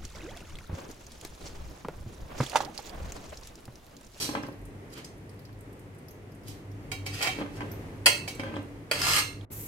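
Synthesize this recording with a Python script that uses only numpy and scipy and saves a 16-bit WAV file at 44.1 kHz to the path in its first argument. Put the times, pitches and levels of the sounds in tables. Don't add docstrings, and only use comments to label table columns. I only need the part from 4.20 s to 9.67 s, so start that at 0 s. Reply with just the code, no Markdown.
import sys
import numpy as np
from scipy import signal
from scipy.fft import rfft, irfft, next_fast_len
from scipy.io import wavfile
from scipy.ndimage import uniform_filter1d

SR = 44100
rng = np.random.default_rng(int(sys.argv[2]) if len(sys.argv) > 2 else 0)


def gain_from_db(level_db):
    decades = np.asarray(level_db, float) / 20
    return 10 ** decades


def master_out(mix):
    frames = np.transpose(np.atleast_2d(mix))
    ceiling = np.clip(frames, -1, 1)
    pcm = np.round(ceiling * 32767).astype(np.int16)
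    wavfile.write(sys.argv[1], SR, pcm)


N = 241315
T = np.arange(N) / SR
HUSH_FROM_S, HUSH_TO_S = 5.252, 5.301


def unit(x):
    return x / np.sqrt(np.mean(x ** 2))


def decay(t, t60_s):
    return 1000 ** (-t / t60_s)


def colour(x, table, share=1):
    size = next_fast_len(x.shape[-1])
    hz, db = np.transpose(table)
    log_hz = np.log(np.arange(size // 2 + 1) * SR / size + 1)
    gain = gain_from_db(share * np.interp(log_hz, np.log(hz), db))
    return irfft(rfft(x, size) * gain, size)[..., :x.shape[-1]]


def low(x, hz):
    return signal.sosfilt(signal.butter(2, hz, fs=SR, output="sos"), x)


def high(x, hz):
    return signal.sosfilt(signal.butter(2, hz, "high", fs=SR, output="sos"), x)


def brighten(x, hz, db):
    top = high(x, hz)
    return x - top + gain_from_db(db) * top


def tone(x, body_db, bright_db):
    return brighten(brighten(x * gain_from_db(body_db), 1600, -body_db), 2870, bright_db)


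def resonate(x, peaks):
    out = 0
    for hz, width, db in peaks:
        sharpness = hz / max(width, 5, hz / 70)
        out = out + gain_from_db(db) * signal.lfilter(*signal.iirpeak(hz, sharpness, SR), x)
    return out


def walk(rate):
    return 1.2 * np.interp(T * rate, np.arange(N // 100), rng.standard_normal(N // 100))


def add(out, s, x, db):
    i = int(s * SR)
    out[..., i:i + x.shape[-1]] += gain_from_db(db) * x / np.abs(x).max()


def grit(scatter_db, flutter_db, rate):
    size_db = scatter_db * rng.exponential(size=N) + flutter_db * walk(rate)
    return unit(rng.standard_normal((2, N)) * gain_from_db(size_db))


def strokes(rows, dulling):
    s, db, swell, fade, bright_db = np.transpose(rows)
    pair = np.clip(np.searchsorted(s, T) - np.array([[1], [0]]), 0, len(s) - 1)
    eased_db = 20 * np.maximum((s[pair] - T) / swell[pair], (T - s[pair]) / fade[pair])
    level_db = db[pair] - eased_db
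    firmer = np.argmax(level_db, axis=0), np.arange(N)
    bright_db = np.maximum(bright_db[pair] - dulling * eased_db, -30)
    return uniform_filter1d(gain_from_db(level_db)[firmer], size=400), uniform_filter1d(bright_db[firmer], size=400)


# (frequency [Hz], side minus mid [dB])
SIDE_SHARE = [(60, -29), (110, -17), (200, -15.5), (380, -10.5), (700, -4), (1290, 1.5), (2380, 0.5),
              (4400, 0.5), (8120, 0), (15000, -0.5)]


def ports(mid, side):
    side = colour(side, SIDE_SHARE)
    return np.array([mid + side, mid - side])


# (frequency [Hz], width [Hz], level [dB])
DRONE_LINES = [(43.5, 7.4, -9), (100.8, 7, 1), (147.4, 7.8, -10.5), (288.7, 16, -7)]
# (time [s], drone level [dB])
FLAME = [(0.0, -45), (0.32, -57), (0.41, -43), (0.6, -48), (0.8, -54), (1.31, -48), (2.19, -50.5),
         (2.3, -42), (2.42, -47), (2.85, -39), (3.03, -44), (3.7, -42), (3.9, -45), (4.59, -44),
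         (4.68, -50), (4.77, -42), (5.21, -44), (5.47, -44)]


def burner():
    hum = rng.standard_normal((2, N))
    drone = 0
    for hz, width, db in DRONE_LINES:
        line = resonate(resonate(hum, [(hz, width, 0)]), [(hz, 2 * width, 0)])
        drone = drone + gain_from_db(db) * unit(line)
    return drone * gain_from_db(np.interp(T, *np.transpose(FLAME)) - 2.2)


# (frequency [Hz], density [dB per Hz])
AIR_COLOUR = [(15, -33.5), (30, -14.5), (60, -10), (130, -4), (220, -10), (420, -10), (600, -18),
              (1100, -26), (1480, -29.5), (2050, -28), (3920, -41), (11900, -46.5), (16000, -55.5)]
# (time [s], level [dB])
FAN = [
    (0.0, -41),
    (0.4, -47.5),
    (1.5, -49),
    (2.4, -48),
    (3.1, -43.5),
    (4.2, -44.5),
    (4.68, -46),
    (4.78, -40),
    (5.2, -48),
    (5.47, -48),
]


def fan():
    draught = unit(colour(rng.standard_normal((2, N)), AIR_COLOUR))
    return draught * gain_from_db(np.interp(T, *np.transpose(FAN)) + .8 * walk(6))


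# (frequency [Hz], density [dB per Hz])
DRAG_COLOUR = [(180, -39), (300, -11.5), (842, -12), (1250, -7.5), (1530, -13.5), (2700, -13),
               (3520, -11.5), (8640, -22), (14000, -26), (15200, -37), (16000, -84)]
# (time [s], level [dB], time to fade 20 dB [s], ring [Hz], ring level [dB])
SNAGS = [(0.005, -46, .04, 4000, 8), (0.06, -50, .03, 4500, 10), (2.9387, -50, .12, 2780, 18),
         (2.95, -54, .05, 3500, 17), (2.93, -54, .06, 4850, 14), (3.012, -42, .05, 2480, 15),
         (3.028, -42, .09, 770, 27), (3.069, -38, .04, 2230, 12), (3.095, -50, .1, 3100, 18),
         (4.7877, -38, .05, 2660, 8), (4.8156, -31, .04, 5020, 7), (4.862, -34, .12, 1240, 14),
         (4.8815, -25.5, .022, 5100, 5), (4.9, -32, .04, 2130, 10), (4.914, -25.5, .02, 1400, 8),
         (4.9328, -25, .03, 2780, 7), (4.9598, -23, .022, 8500, 0), (4.964, -33, .06, 2130, 14),
         (4.983, -24.5, .02, 2700, 6), (4.962, -33, .03, 4250, 13), (5.066, -47, .03, 2750, 16)]


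def snags(rough):
    rise_s, sharpness = .0015, 24
    out, t = np.zeros((2, N)), T[:SR // 4]
    for s, db, fade, hz, ring_db in SNAGS:
        i = int(s * SR)
        burst = rough[:, i:i + len(t)] * gain_from_db(db - 20 * t / fade) * np.minimum(t / rise_s, 1)
        scratch = gain_from_db(12.5) * high(colour(burst, DRAG_COLOUR), 1000)
        ring = resonate(burst[0], [(hz, hz / sharpness, ring_db + 6)])
        out[:, i:i + len(t)] += scratch + ring
    return out


# (firmest pressure at [s], level [dB], time to swell 20 dB [s], time to fade 20 dB [s], brightness [dB])
DRAGS = [(0.02, -33.5, .3, .15, 2), (0.14, -48, .03, .01, 6), (0.74, -50, .04, .2, 3),
         (0.78, -38.5, .06, .06, -12), (0.85, -57, .06, .1, 2), (2.285, -51, .05, .13, 5),
         (2.862, -38, .004, .06, 0), (2.95, -41, .1, .1, -4), (3.0, -39, .2, .05, -7),
         (3.028, -31, .04, .3, -5.5), (3.072, -30, .3, .058, -10), (3.2, -44, .11, .03, -11),
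         (3.37, -52, .08, .035, 0), (4.084, -41, .012, .045, 6), (4.735, -34, .01, .3, -5),
         (4.89, -28, .24, .3, -3), (4.96, -28, .6, .3, -3), (4.995, -26, .2, .05, -5)]
# (frequency [Hz], width [Hz], level [dB])
OPENING = [(2490, 42, -5), (4110, 130, 0), (4470, 41, 0), (5510, 54, -4), (5840, 31, -5), (8000, 110, -9),
           (8560, 40, -8), (10400, 35, -12), (11700, 44, -12)]
# (frequency [Hz], width [Hz], level [dB])
LIGHT = [(759, 31, 1), (1420, 25, -13), (1914, 51, 3), (2260, 22, 1), (2500, 38, -6), (2614, 29, 5),
         (3140, 24, -3.5), (2780, 35, -3), (3500, 45, -8), (4100, 55, -8), (4550, 60, -8), (5450, 70, -10)]
# (frequency [Hz], width [Hz], level [dB])
FIRM = [(1263, 59, -3.5), (1394, 16, 2), (1700, 78, -5.5), (2130, 40, 3.5), (2720, 110, 4), (3310, 41, -14),
        (4180, 104, -1), (4580, 67, -2.5), (5120, 60, -5), (5580, 74, -15), (754, 35, -18), (6330, 60, -14),
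        (7880, 80, -12), (8580, 150, -12), (11200, 200, -14)]


def drags():
    bare_until_s, light_from_s, firm_from_s = .3, 2.5, 4.5
    full_body_at_db, thin_body_db, full_body_db, firm_body_db = -30, -4, 3, 1
    gain, bright_db = strokes(DRAGS, .3)
    eased_db = np.maximum(full_body_at_db - 20 * np.log10(np.abs(gain) + 1e-9), 0)
    light_body_db = np.maximum(full_body_db - 1.1 * eased_db, thin_body_db)
    body_db = np.where(T > firm_from_s, firm_body_db, light_body_db)
    rough = grit(2.3, .9, 110)
    push = rough * gain
    rub = colour(push, DRAG_COLOUR) * gain_from_db(12.5)
    buried, light, firm = np.split(push[0], [int(light_from_s * SR), int(firm_from_s * SR)])
    bare = buried * (T[:len(buried)] < bare_until_s)
    lines = np.concatenate([gain_from_db(3) * resonate(bare, OPENING),
                            gain_from_db(12) * resonate(light, LIGHT),
                            gain_from_db(9) * resonate(firm, FIRM)])
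    return tone(rub + lines, body_db, bright_db + 7) + brighten(snags(rough), 2870, 2.5)


# (frequency [Hz], width [Hz], level [dB])
PAN = [(290.7, 32.4, 5), (432, 170, -13), (540, 40, -9), (802, 47, -12.5), (998, 120, -16), (1186, 64, -23),
       (1552, 60, -11.5), (1950, 150, -25.5), (2530, 300, -19), (3120, 370, -26)]
# (time [s], peak level [dB], brightness above 700 Hz [dB])
KNOCKS = [(0.091, -22.5, -6), (0.152, -18, 12), (0.236, -25.5, 3), (0.287, -28.5, -11.5), (1.293, -46, 27),
          (3.188, -24, -12.5), (3.214, -23.5, -8), (3.263, -29, -1), (3.382, -39, -8.5), (3.408, -22, 7.5),
          (3.432, -36, 1.5), (4.196, -24.5, -23), (4.236, -23, 4.5), (4.254, -40, -4.5), (4.341, -27, 4),
          (4.367, -21, 3)]


def knocks():
    out, t = np.zeros(N), T[:SR // 4]
    for s, peak_db, bright_db in KNOCKS:
        rattle = rng.standard_normal(len(t)) * np.exp(-t / 0.0048)
        blow = t / .0001 * np.exp(-t / .0001) + .2 * rattle
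        ring = low(resonate(blow, PAN), 2600) + gain_from_db(-47) * low(rattle, 5000)
        add(out, s - .001, brighten(ring, 760, bright_db), peak_db + 1.0)
    return out


# (time [s], peak level [dB], pitch [Hz])
FAINT_TICKS = [(0.1231, -43, 8450), (0.1894, -48, 8480), (0.2824, -48, 13500), (0.3915, -51, 12800),
               (0.5294, -60, 8460), (0.5516, -57, 8990), (0.5744, -61, 8550), (0.7382, -46, 8320),
               (0.7801, -44, 12200), (0.8074, -49, 11800), (0.8889, -52, 7990), (0.9524, -58, 8620),
               (1.0365, -57, 12800), (1.061, -56, 9090), (1.1124, -55, 11900), (1.1344, -59, 8460),
               (1.1444, -54, 12300), (1.1644, -59, 8910), (1.2194, -56, 14500), (1.2444, -53, 9030),
               (1.3894, -52, 8490), (1.4194, -55, 11700), (2.378, -54, 13100)]


def faint_ticks():
    out, t = np.zeros((2, N)), T[:SR // 20]
    for s, peak_db, hz in FAINT_TICKS:
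        hiss = rng.standard_normal((2, len(t))) * decay(t, .035)
        add(out, s - .001, resonate(hiss, [(hz, 2500, 0), (hz, 500, 3)]), peak_db - 5)
    return out


# (hardest push at [s], level [dB], time to swell 20 dB [s], time to fade 20 dB [s], brightness [dB])
SHOVES = [
    (0.17, -32.5, .17, .075, -3),
    (0.238, -39, .02, .06, 3),
    (3.22, -33.5, .065, .033, -2.5),
    (3.266, -43, .035, .033, -20),
    (3.418, -36.5, .06, .1, 5),
    (3.44, -36, .1, .044, -18),
    (4.202, -40.5, .04, .2, 1.5),
    (4.272, -34, .2, .09, 0),
    (4.392, -37, .4, .04, -5),
]


def shoves():
    gain, bright_db = strokes(SHOVES, .6)
    lumps = grit(2.0, 2.5, 45)[0] * gain
    return brighten(low(resonate(lumps, PAN), 2700) * gain_from_db(21), 700, bright_db + 2.5)


# (time [s], peak level [dB], low ring [Hz], high ring [Hz], high ring level [dB])
JINGLES = [(0.2292, -41.5, 5420, 13400, -13), (0.2664, -47, 4600, 9700, -12),
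           (0.454, -45.5, 9000, 10850, -2), (0.7263, -49, 5330, 10200, -2), (0.846, -36.5, 5300, 7000, -8),
           (1.0945, -48, 4900, 8600, -4), (1.2521, -48, 4680, 11500, -14), (1.8846, -43, 5320, 12200, 0),
           (1.9097, -43, 6470, 12200, 4), (2.2834, -37.5, 6270, 11500, 3.5),
           (3.5168, -32.5, 5780, 13030, 9.5), (4.15, -40.5, 7800, 10600, -6), (4.2356, -49, 4800, 9400, 2)]
# (time [s], peak level [dB], low ring [Hz])
TICKS = [(0.325, -53, 4600), (0.415, -55, 8500), (0.7018, -53, 5240), (0.9787, -54, 9430),
         (1.1926, -49.5, 4490), (1.328, -55, 4300), (1.4077, -49, 8900), (1.5279, -53, 8900),
         (1.594, -50.5, 8700), (1.7479, -56, 8440), (1.7848, -51.5, 9000), (2.1196, -53, 5120),
         (2.149, -53.5, 8970), (2.235, -54, 5270), (2.5157, -53, 5760), (2.6294, -59, 4710),
         (3.7594, -58, 4400), (4.427, -53, 9020)]


def bangles():
    out, t = np.zeros((2, N)), T[:SR // 4]
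    touches = [(*row, 11500, -4) for row in TICKS]
    for s, peak_db, low_hz, high_hz, high_db in JINGLES + touches:
        hz = np.array([[low_hz], [1.09 * low_hz], [high_hz], [.92 * high_hz]])
        db = np.array([[0], [-4], [high_db], [high_db - 2.5]])
        ring = (gain_from_db(db) * np.sin(2 * np.pi * hz * t)).sum(axis=0) * decay(t, .018)
        noise = rng.standard_normal((2, len(t)))
        rattle = unit(resonate(noise, [(low_hz, 1300, 0), (high_hz, 2600, high_db)]))
        rattle = rattle * decay(t, .047) * np.minimum(t / .002, 1) * gain_from_db(2)
        add(out, s - .001, ring + rattle, peak_db + 1.5)
    return out


# (frequency [Hz], level [dB], t60 [s])
SPATULA = [(378, -25, 0.18), (476.5, -6.5, 0.16), (574, -6, .17), (760, -13, 0.16), (890, -12.5, 0.14),
           (1112, -26, 0.18), (1310, -11, 0.1), (1427, -4.5, 0.1), (1620, -15, 0.13), (1847, -9, 0.23),
           (2120, -15, .14), (2226, -15, 0.11), (2496, -7, 0.15), (2640, 3, 0.1), (2790, -4.5, .14),
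           (2900, -6, 0.14), (3142, -5, 0.18), (3290, -2, 0.14), (4460, -7, .1), (4545, 4, 0.06),
           (5100, -21.5, 0.073), (4750, -22.5, .08), (5640, -13, 0.033), (5800, -31, .08),
           (6500, -16, 0.05), (7800, -42, .08), (8800, -11, .08), (8463, 0, .05), (10000, -9, .08),
           (11600, -6, .04)]
# (frequency [Hz], level [dB], t60 [s])
TIP = [(764, -6, 0.2), (1093, -10, 0.12), (1420, -10, 0.2), (1905, -13, 0.15), (2121, -8, 0.2),
       (2245, 0.5, 0.29), (2450, -26, 0.058), (2745, -6, 0.15), (3144, -4.5, 0.28), (3850, -2.5, 0.15),
       (4474, -9, .1), (4900, -35, 0.047), (5469, -8, 0.1), (6550, -35, 0.04), (7800, -24, .06),
       (8900, -4, 0.04)]
# (frequency [Hz], density [dB per Hz])
CRACK = [(180, -50), (300, 0), (1390, -14.5), (1530, -20), (2170, 3), (2360, -7), (2610, 1), (3580, -17.5),
         (4590, -4.5), (5900, -21), (8500, -22), (11500, -32), (16000, -36)]
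# (frequency [Hz], level [dB])
NOTCH = [(3300, -0.5), (3650, -6), (4000, 0)]
# (time [s], peak level [dB], brightness above 2.9 kHz [dB], ring length factor, body below 1.6 kHz
# [dB])
CLINKS = [
    (2.7166, -27, 5, .85, 3),
    (2.8633, -31.5, 6, 1, 8),
    (3.0065, -29, -6, 1, 14),
    (3.0255, -21.5, 3.5, 0.85, 0),
    (3.0714, -21, -2.5, 0.68, 3),
    (3.8595, -11, 2.5, 0.64, -0.5),
    (3.8626, -6, -2, 0.9, -1),
    (4.0776, -28.5, 3, 0.5, 5),
    (4.1964, -31, -5, 0.51, 4),
    (4.7132, -13.5, 1, 0.66, 5),
]


def clinks():
    out, t = np.zeros((2, N)), T[:SR // 2]
    for s, peak_db, bright_db, ring, body_db in CLINKS:
        hard = peak_db > -14
        hz, db, t60 = np.transpose(SPATULA if hard else TIP)[:, :, None]
        level, split = rng.standard_normal((2, len(hz), 1))
        one = np.sin(2 * np.pi * hz * t)
        two = .8 * np.sin(2 * np.pi * hz * (1 + .02 * split) * t)
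        fade = gain_from_db(db + 1.5 * level) * decay(t, t60 * ring)
        modes = np.array([fade * (one + two), fade * (one - two)]).sum(axis=1)
        crack = unit(colour(rng.standard_normal((2, len(t))), CRACK, 0.54)) * decay(t, .14 * ring)
        struck = colour(modes + gain_from_db(6.5) * crack, NOTCH, 1.5 * hard)
        contact = np.minimum(t / 0.001, 1)
        add(out, s - .001, tone(high(contact * struck, 350), body_db, bright_db), peak_db + 3.5)
    return out


# (frequency [Hz], density [dB per Hz])
FRY = [(590, -42), (1000, -13), (1320, -18), (2030, -11.5), (4730, -17), (5250, -13.5), (7530, -6),
       (9600, -8), (11200, -3), (12300, 4), (13200, -2), (15000, -4), (16000, -10)]


def frying():
    spit = rng.standard_normal((2, N)) * gain_from_db(.7 * walk(90))
    onset = np.clip((T - HUSH_TO_S) / .018, 0, 1) ** 2
    return unit(colour(spit, FRY)) * gain_from_db(-45) * onset


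# (frequency [Hz], t60 [s])
ROOM = [(300, 0.33), (1500, 0.38), (5000, 0.36), (14000, 0.3)]
# (frequency [Hz], left minus right [dB])
TILT = [(60, 10), (110, 1.0), (200, -9), (380, -1), (700, -3), (1290, -0.5), (2380, -7), (4400, 0.5),
        (8120, -6), (15000, -2)]


def kitchen(x):
    bowl_db, bowl_t60_s, room_db = 0, 0.011, -6.5
    t = T[:SR // 2]
    early = rng.standard_normal((2, len(t))) * decay(t, bowl_t60_s)
    hz, t60 = np.transpose(ROOM)
    late = 0
    for centre in 125 * 2. ** np.arange(8):
        edges = [centre / 1.41, min(centre * 1.41, 20000)]
        band = signal.butter(1, edges, "band", fs=SR, output="sos")
        fade = decay(t, np.interp(np.log(centre), np.log(hz), t60)) * np.minimum(t / 0.0063, 1)
        late = late + signal.sosfilt(band, rng.standard_normal((2, len(t)))) * fade
    response = (gain_from_db(bowl_db) * unit(high(early, 900)) + gain_from_db(room_db) * unit(late)) / np.sqrt(len(t))
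    response[:, 0] += 1
    bins = rfft(np.roll(response, 512, axis=1))
    smooth = np.sqrt(uniform_filter1d(np.abs(bins) ** 2, size=200))
    response = irfft(bins / smooth)[:, 512:]
    heard = ports(*signal.fftconvolve(colour(x, NOTCH), response, axes=1)[:, :N])
    return np.array([colour(heard[0], TILT, .5), colour(heard[1], TILT, -.5)])


def scene():
    metal = clinks() + drags() + knocks() + shoves() + bangles()
    return kitchen(metal) + ports(*(burner() + fan() + frying())) + ports(*faint_ticks())


def roll_off(x):
    return signal.sosfilt(signal.butter(12, 16850, fs=SR, output="sos"), x)


def record(dry):
    hush = uniform_filter1d(1. * ((T > HUSH_FROM_S) & (T < HUSH_TO_S)), size=200)
    bass = signal.sosfiltfilt(signal.butter(2, 1700, fs=SR, output="sos"), dry)
    x = bass * gain_from_db(-11 * hush) + (dry - bass) * gain_from_db(-40 * hush)
    x = signal.sosfilt(signal.ellip(8, .2, 50, 15750, fs=SR, output="sos"), np.tanh(x))
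    return roll_off(x)


dry = scene()
out = record(dry)
master_out(out)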